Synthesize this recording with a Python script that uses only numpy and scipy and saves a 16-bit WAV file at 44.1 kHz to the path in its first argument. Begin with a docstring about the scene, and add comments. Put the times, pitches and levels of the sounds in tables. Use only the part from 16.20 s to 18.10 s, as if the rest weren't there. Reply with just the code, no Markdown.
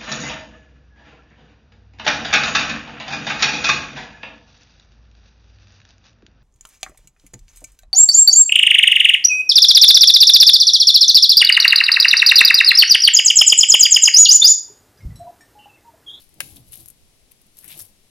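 """A quiet yard with a woodpile: long-handled loppers snap through a branch close to the microphone.
The wood cracks (noise bursts) and rings briefly (decaying sines), and the pile shifts with a low
rumble (swelling noise and hollow notes). The jaws open and scrape along the bark (grainy noise),
breaking small dry flakes off it (bright noise clicks). Behind lie a steady hush and puffs of air."""
import sys
import numpy as np
from scipy import signal
from scipy.fft import rfft, irfft, next_fast_len
from scipy.io import wavfile

SR = 44100
rng = np.random.default_rng(int(sys.argv[2]) if len(sys.argv) > 2 else 0)


def output_pcm(signal):
    """Save a mono or channel-first signal as 16-bit PCM at the path in sys.argv[1].

    Samples are clipped to [-1, 1] before scaling.
    """
    pcm = np.clip(np.atleast_2d(signal).T, -1, 1) * 32767
    wavfile.write(sys.argv[1], SR, np.round(pcm).astype(np.int16))


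N = 83790
T = np.arange(N) / SR

# Colour of the yard's hush: (frequency [Hz], relative level [dB])
YARD_COLOUR = [(20, 23), (60, 10), (130, 9), (280, 6.5), (500, 2.5), (1000, -5), (1600, -7.5), (2400, -2),
               (4500, -.5), (7000, -3.5), (11000, -7), (13000, -11.5), (15500, -12.5)]
# How alike left and right are in the hush: (frequency [Hz], correlation [-1 to 1])
YARD_LIKENESS = [(40, 0.43), (130, 1), (500, .7), (1500, 0.14), (6000, 0.044)]
YARD_DB, YARD_PAN_DB = -58, 1  # the pan lifts the left and lowers the right

# Puffs of air on the microphone ports: (peak time [s], left level [dB], right level [dB])
AIR_PUFFS = [(0.1, -55, -66), (0.332, -44, -56), (0.495, -49, -53), (0.61, -52, -52), (0.66, -57.5, -55),
             (0.84, -59, -49), (1.05, -55.5, -68)]
PUFF_20DB_S = 0.077  # 20 dB rise and fall
# Colour of the puffs: (frequency [Hz], relative level [dB])
PUFF_COLOUR = [(15, -4.5), (40, 0), (75, 0), (140, -14), (400, -45)]

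# How alike left and right are in the close sounds: (frequency [Hz], correlation [-1 to 1])
CLOSE_LIKENESS = [(60, 1), (150, 1), (500, 0.83), (1500, 0.43), (8000, 0.27)]

# The pile rocking: (peak time [s], 20 dB rise [s], 20 dB fall [s], level [dB])
PILE_JOLTS = [(0.212, 0.08, 0.26, -50), (0.374, 0.13, 0.14, -53), (0.59, .12, 0.11, -57),
              (1.47, 0.08, 0.17, -59), (1.569, 0.11, 0.03, -56), (1.625, 0.06, 0.03, -57)]
# Colour of the pile's rumble: (frequency [Hz], relative level [dB])
PILE_COLOUR = [(30, -14), (70, -4), (122, 1), (170, 0), (230, -5), (320, -5), (450, -13), (750, -13),
               (1200, -28), (3000, -50)]
# Cut branches bumping, each with a hollow note: (peak time [s], level [dB], pitch [Hz])
PILE_BUMPS = [(0.235, -51, 132), (0.365, -55, 280), (0.405, -51, 122), (0.535, -55, 130), (0.612, -58, 330),
              (0.62, -56, 122), (1.265, -63, 208), (1.46, -62, 340), (1.55, -54, 155), (1.575, -57, 342),
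              (1.615, -51, 98), (1.71, -64, 205)]
BUMP_RISE_20DB_S, BUMP_FALL_20DB_S = .03, .08

# Decay of the tail from the woodpile and fence: (frequency [Hz], t60 [s])
ECHO_DECAY = [(150, .6), (800, .35), (2200, .28), (6000, 0.42), (14000, .3)]
RING_ECHO_DB, CRACK_ECHO_DB, BARK_ECHO_DB = -28, -11, -16

# Jaws and branches sliding over bark: (peak time [s], 20 dB rise [s], 20 dB fall [s],
# crackle level [dB], rasp level [dB], rasp centre [Hz])
BARK_SCRAPES = [(0.02, 0.3, 0.07, -53, -58, 3960), (0.245, .04, .2, -48, -56, 3800),
                (0.32, .05, 0.06, -53, -66, 3500), (0.367, .012, 0.0261, -46.5, -52.5, 3530),
                (0.48, .02, .04, -53, -64, 4000), (0.534, .022, .06, -41.5, -48, 3500),
                (0.605, 0.07, 0.11, -49, -58, 4000), (0.668, 0, 0.004, -49, -64, 5050),
                (1.117, .008, .018, -56, -58, 3000), (1.39, 0.05, 0.08, -49, -58, 4180),
                (1.44, .014, .04, -49, -52, 1900), (1.498, 0.0543, 0.04, -44, -55, 2700),
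                (1.522, 0.04, .055, -42.5, -43, 3000), (1.606, 0.0445, 0.0334, -33.5, -45.5, 4930),
                (1.56, .12, .16, -68, -61, 650), (1.65, .04, .07, -51, -66, 4000)]
RASP_WIDTH_OCTAVES, RASP_SKIRT_DB = .44, -20  # bell width, and the floor added under the bell
CRACKLE_GRAINS_PER_S, CRACKLE_GRAIN_S, CRACKLE_SPREAD_DB = 2000, .0004, 4.5

# Dry flakes of bark snapping: (time [s], level [dB])
FLAKE_TICKS = [(0.0919, -48), (0.1416, -44.5), (0.3602, -36), (0.5222, -35), (0.5320, -32), (0.538, -35),
               (0.5566, -33.5), (0.5742, -34.5), (0.6063, -39.5), (0.6590, -34.5), (0.6798, -39),
               (0.6843, -30.5), (0.7018, -34.5), (0.7061, -40), (1.1133, -46), (1.1180, -41), (1.2160, -45),
               (1.2660, -51), (1.3703, -38), (1.3800, -43), (1.3880, -33.5), (1.4273, -42), (1.4441, -35),
               (1.4590, -39.5), (1.4797, -33), (1.4850, -35), (1.5696, -37), (1.5770, -34), (1.5908, -29),
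               (1.6050, -29.5), (1.6145, -31), (1.622, -33.5)]
TICK_T60_S, TICK_TAIL_DB, TICK_TAIL_T60_S = .0045, -10, 0.048
# Colour of the dry flakes: (frequency [Hz], relative level [dB])
FLAKE_COLOUR = [(300, -32), (1300, -30), (2500, -24), (5000, -15), (7200, -7), (9500, -2.5), (11200, 1.5),
                (13000, -2), (15500, -6)]

# Fibres breaking in the cut: (time [s], strength driving both ring and crack [dB])
FIBRE_FRACTURES = [(0.2026, -32), (0.2032, -28), (0.2049, -9.5), (0.2059, -21), (0.2104, -26),
                   (0.2165, -34)]
# Modes of the branch in the jaws: (pitch [Hz], typical relative level [dB], t60 [s])
BRANCH_MODES = [(550, -23, 0.036), (757, -25, 0.027), (1395, -20.5, .02), (1588, -16, 0.0414),
                (1765, -13, 0.034), (2020, -16, .02), (2229, -18, .05), (2426, -18, .035),
                (2565, -12, 0.041), (2805, -16, .045), (3375, -23, 0.036), (4040, -24, .035)]
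RING_DB, RING_PAN_DB, RING_LAG_S = -4.5, 1.8, .00015  # louder on the left, later on the right
PUSH_HZ, PUSH_DB, PUSH_S = 2100, -2, .0003  # the first jerk of the wood as it lets go
# Colour of the crack: (frequency [Hz], relative level [dB])
CRACK_COLOUR = [(200, -13), (550, -7), (850, -10), (1100, -18), (1800, -1), (3200, 1), (5500, -4),
                (9500, -1), (15000, -3)]
CRACK_DB, CRACK_T60_S, SPLINTER_DB, SPLINTER_T60_S = -5, 0.0071, -17, 0.049

# Colour of the left microphone port: (frequency [Hz], gain [dB])
LEFT_PORT_COLOUR = [(100, -0.5), (1000, 2), (2300, 2.5), (4300, -3), (5400, 0), (6500, -3.5), (7400, -4),
                    (8200, 5), (9300, 4), (11000, 8), (13200, 3), (14200, -4.5), (15500, 0)]
# Colour of the right microphone port: (frequency [Hz], gain [dB])
RIGHT_PORT_COLOUR = [(100, 0), (1200, -3), (2200, -4), (3000, -1), (3900, 1.5), (5000, -1), (7200, 2),
                     (7800, -4), (8700, -11), (12000, -12), (15000, -13)]
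TOP_HZ = 16000


def amp(db):
    """Decibels to gain."""
    return 10 ** (np.asarray(db) / 20)


def unit(x):
    """Scale to rms 1."""
    return x / np.sqrt(np.mean(x ** 2) + 1e-20)


def along(points, hz):
    """Read (frequency, value) points on a log frequency axis."""
    f, v = np.transpose(points)
    return np.interp(np.log(hz + 1), np.log(f + 1), v)


def filtered(x, response):
    """Shape x by a response of frequency, padded so that nothing wraps round audibly."""
    m = next_fast_len(N + SR // 2)
    spectrum = rfft(x, m) * response(np.fft.rfftfreq(m, 1 / SR))
    return irfft(spectrum, m)[..., :N]


def causal(gain):
    """Minimum-phase response with this gain, by folding the cepstrum onto positive time."""
    cepstrum = irfft(np.log(np.maximum(gain, 1e-6)))
    half = cepstrum.shape[-1] // 2
    cepstrum[..., 1:half] *= 2
    cepstrum[..., half + 1:] = 0
    return np.exp(rfft(cepstrum))


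def noise(colour, likeness):
    """Stereo noise of rms 1 with a given colour, its width set by the mid and side shares."""
    def mid_side_gain(hz):
        turn = np.arccos(np.clip(along(likeness, hz), -1, 1)) / 2
        return amp(along(colour, hz)) * [np.cos(turn), np.sin(turn)]

    mid, side = filtered(rng.standard_normal((2, N)), mid_side_gain)
    return unit(np.array([mid + side, mid - side]))


def fade(s, t60):
    """A sudden start at s that dies away by 60 dB in t60 seconds."""
    return (T >= s) * np.exp(-np.log(1000) * np.abs(T - s) / t60)


def swell(s, rise, fall):
    """A peak at s, 20 dB down at the rise time before it and the fall time after it."""
    return 10 ** -np.maximum((s - T) / rise, (T - s) / fall)


def grains(rate, life, spread_db):
    """Envelope of rms 1: tiny slips of random size at random times, each dying away."""
    sizes_db = spread_db * np.clip(rng.standard_normal(N), -2, 2)
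    slips = (rng.random(N) < rate / SR) * amp(sizes_db) ** 2
    power = signal.lfilter([1], [1, -np.exp(-2 / (life * SR))], slips)
    return unit(np.sqrt(power))


def air():
    """The steady hush of the yard, and light puffs of air that buffet the ports in the bass."""
    hush_gain = amp([[YARD_DB + YARD_PAN_DB], [YARD_DB - YARD_PAN_DB]])
    hush = hush_gain * noise(YARD_COLOUR, YARD_LIKENESS)
    puffs = sum(amp([[left], [right]]) * swell(s, PUFF_20DB_S, PUFF_20DB_S)
                for s, left, right in AIR_PUFFS)
    return hush + puffs * noise(PUFF_COLOUR, [(50, .2)])


def pile():
    """The stacked branches rumble when the cut and the jaws jolt them, and some bump together."""
    power = sum((amp(db) * swell(s, rise, fall)) ** 2 for s, rise, fall, db in PILE_JOLTS)
    rumble = np.sqrt(power) * noise(PILE_COLOUR, CLOSE_LIKENESS)
    notes = np.zeros(N)
    for s, db, hz in PILE_BUMPS:
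        envelope = amp(db) * swell(s, BUMP_RISE_20DB_S, BUMP_FALL_20DB_S)
        notes += envelope * np.sin(2 * np.pi * hz * (T - s))
    return rumble + np.sqrt(2) * notes  # root two makes the bump levels rms


def echo(x):
    """The woodpile and the fence scatter a short tail: noise decaying at a rate set by pitch."""
    hz, t, z = signal.stft(rng.standard_normal((2, SR // 2)), SR, nperseg=256)
    decay = np.exp(-np.log(1000) * t / along(ECHO_DECAY, hz)[:, None])
    tail = signal.istft(z * decay, SR, nperseg=256)[1]
    return signal.fftconvolve(x, tail / np.linalg.norm(tail[0]), axes=1)[:, :N]


def scrapes():
    """Each slide crackles in the treble and rasps in a band of the wood, both in tiny slips."""
    slips = grains(CRACKLE_GRAINS_PER_S, CRACKLE_GRAIN_S, CRACKLE_SPREAD_DB)
    crackle = slips * noise(FLAKE_COLOUR, CLOSE_LIKENESS)
    rub = noise([(300, -9), (1500, -0.5), (6000, 0.5), (12000, -7.5)], CLOSE_LIKENESS)
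    rub = rub * grains(rate=2500, life=.0008, spread_db=4)
    out = np.zeros((2, N))
    for s, rise, fall, crackle_db, rasp_db, centre_hz in BARK_SCRAPES:
        def band(hz):
            octaves = np.log2((hz + 1) / centre_hz)
            return np.exp(-.5 * (octaves / RASP_WIDTH_OCTAVES) ** 2) + amp(RASP_SKIRT_DB)

        rasp = unit(filtered(rub, band))
        out += swell(s, rise, fall) * (amp(crackle_db) * crackle + amp(rasp_db) * rasp)
    return out


def ticks():
    """Single flakes of bark break with a sharp, bright click and a weaker, longer tail."""
    power = np.zeros(N)
    for s, db in FLAKE_TICKS:
        click = fade(s, TICK_T60_S) + amp(TICK_TAIL_DB) * fade(s, TICK_TAIL_T60_S)
        power += (amp(db) * click) ** 2
    return np.sqrt(power + 1e-20) * noise(FLAKE_COLOUR, CLOSE_LIKENESS)


def branch_ring(t):
    """One fracture sets the wood's modes ringing, with a short jerk at the start."""
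    hz, db, t60 = np.transpose(BRANCH_MODES)[:, :, None]
    # each fracture strikes the modes a little differently
    sizes = amp(db + rng.normal(0, 1, db.shape)) * rng.choice([-1, 1], db.shape)
    modes = sizes * np.sin(2 * np.pi * hz * t) * np.exp(-np.log(1000) * t / t60)
    ring = np.sum(modes, axis=0) * (1 - np.exp(-t / PUSH_S))
    push = t / PUSH_S * np.exp(1 - t / PUSH_S) * np.cos(2 * np.pi * PUSH_HZ * t)
    return ring + amp(PUSH_DB) * push


def snap():
    """The branch gives way in a few quick fractures; each cracks and rings the wood."""
    t = np.arange(SR // 5) / SR
    ring, burst_power = np.zeros((2, N)), np.zeros(N)
    for s, level in FIBRE_FRACTURES:
        struck = branch_ring(t)
        ring[0, round(s * SR):][:len(t)] += amp(level + RING_PAN_DB) * struck
        ring[1, round((s + RING_LAG_S) * SR):][:len(t)] += amp(level - RING_PAN_DB) * struck
        burst = amp(CRACK_DB) * fade(s, CRACK_T60_S) + amp(SPLINTER_DB) * fade(s, SPLINTER_T60_S)
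        burst_power += (amp(level) * burst) ** 2
    crack = np.sqrt(burst_power + 1e-20) * noise(CRACK_COLOUR, CLOSE_LIKENESS)
    crack = crack * grains(rate=9000, life=.0005, spread_db=2)
    tail = echo(amp(RING_ECHO_DB) * ring + amp(CRACK_ECHO_DB) * crack)
    return amp(RING_DB) * ring + crack + tail


def scene():
    """The yard, the pile, the bark and the cut together."""
    bark = ticks() + scrapes()
    return air() + pile() + bark + amp(BARK_ECHO_DB) * echo(bark) + snap()


def record(dry):
    """The left port is bright and the right one dull; nothing passes above the band limit."""
    hz = np.fft.rfftfreq(2048, 1 / SR)
    gains = amp([along(LEFT_PORT_COLOUR, hz), along(RIGHT_PORT_COLOUR, hz)])
    ports = irfft(causal(gains))
    coloured = signal.fftconvolve(dry, ports, axes=1)[:, :N]
    return filtered(coloured, lambda hz: hz < TOP_HZ)


dry = scene()
out = record(dry)
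output_pcm(out)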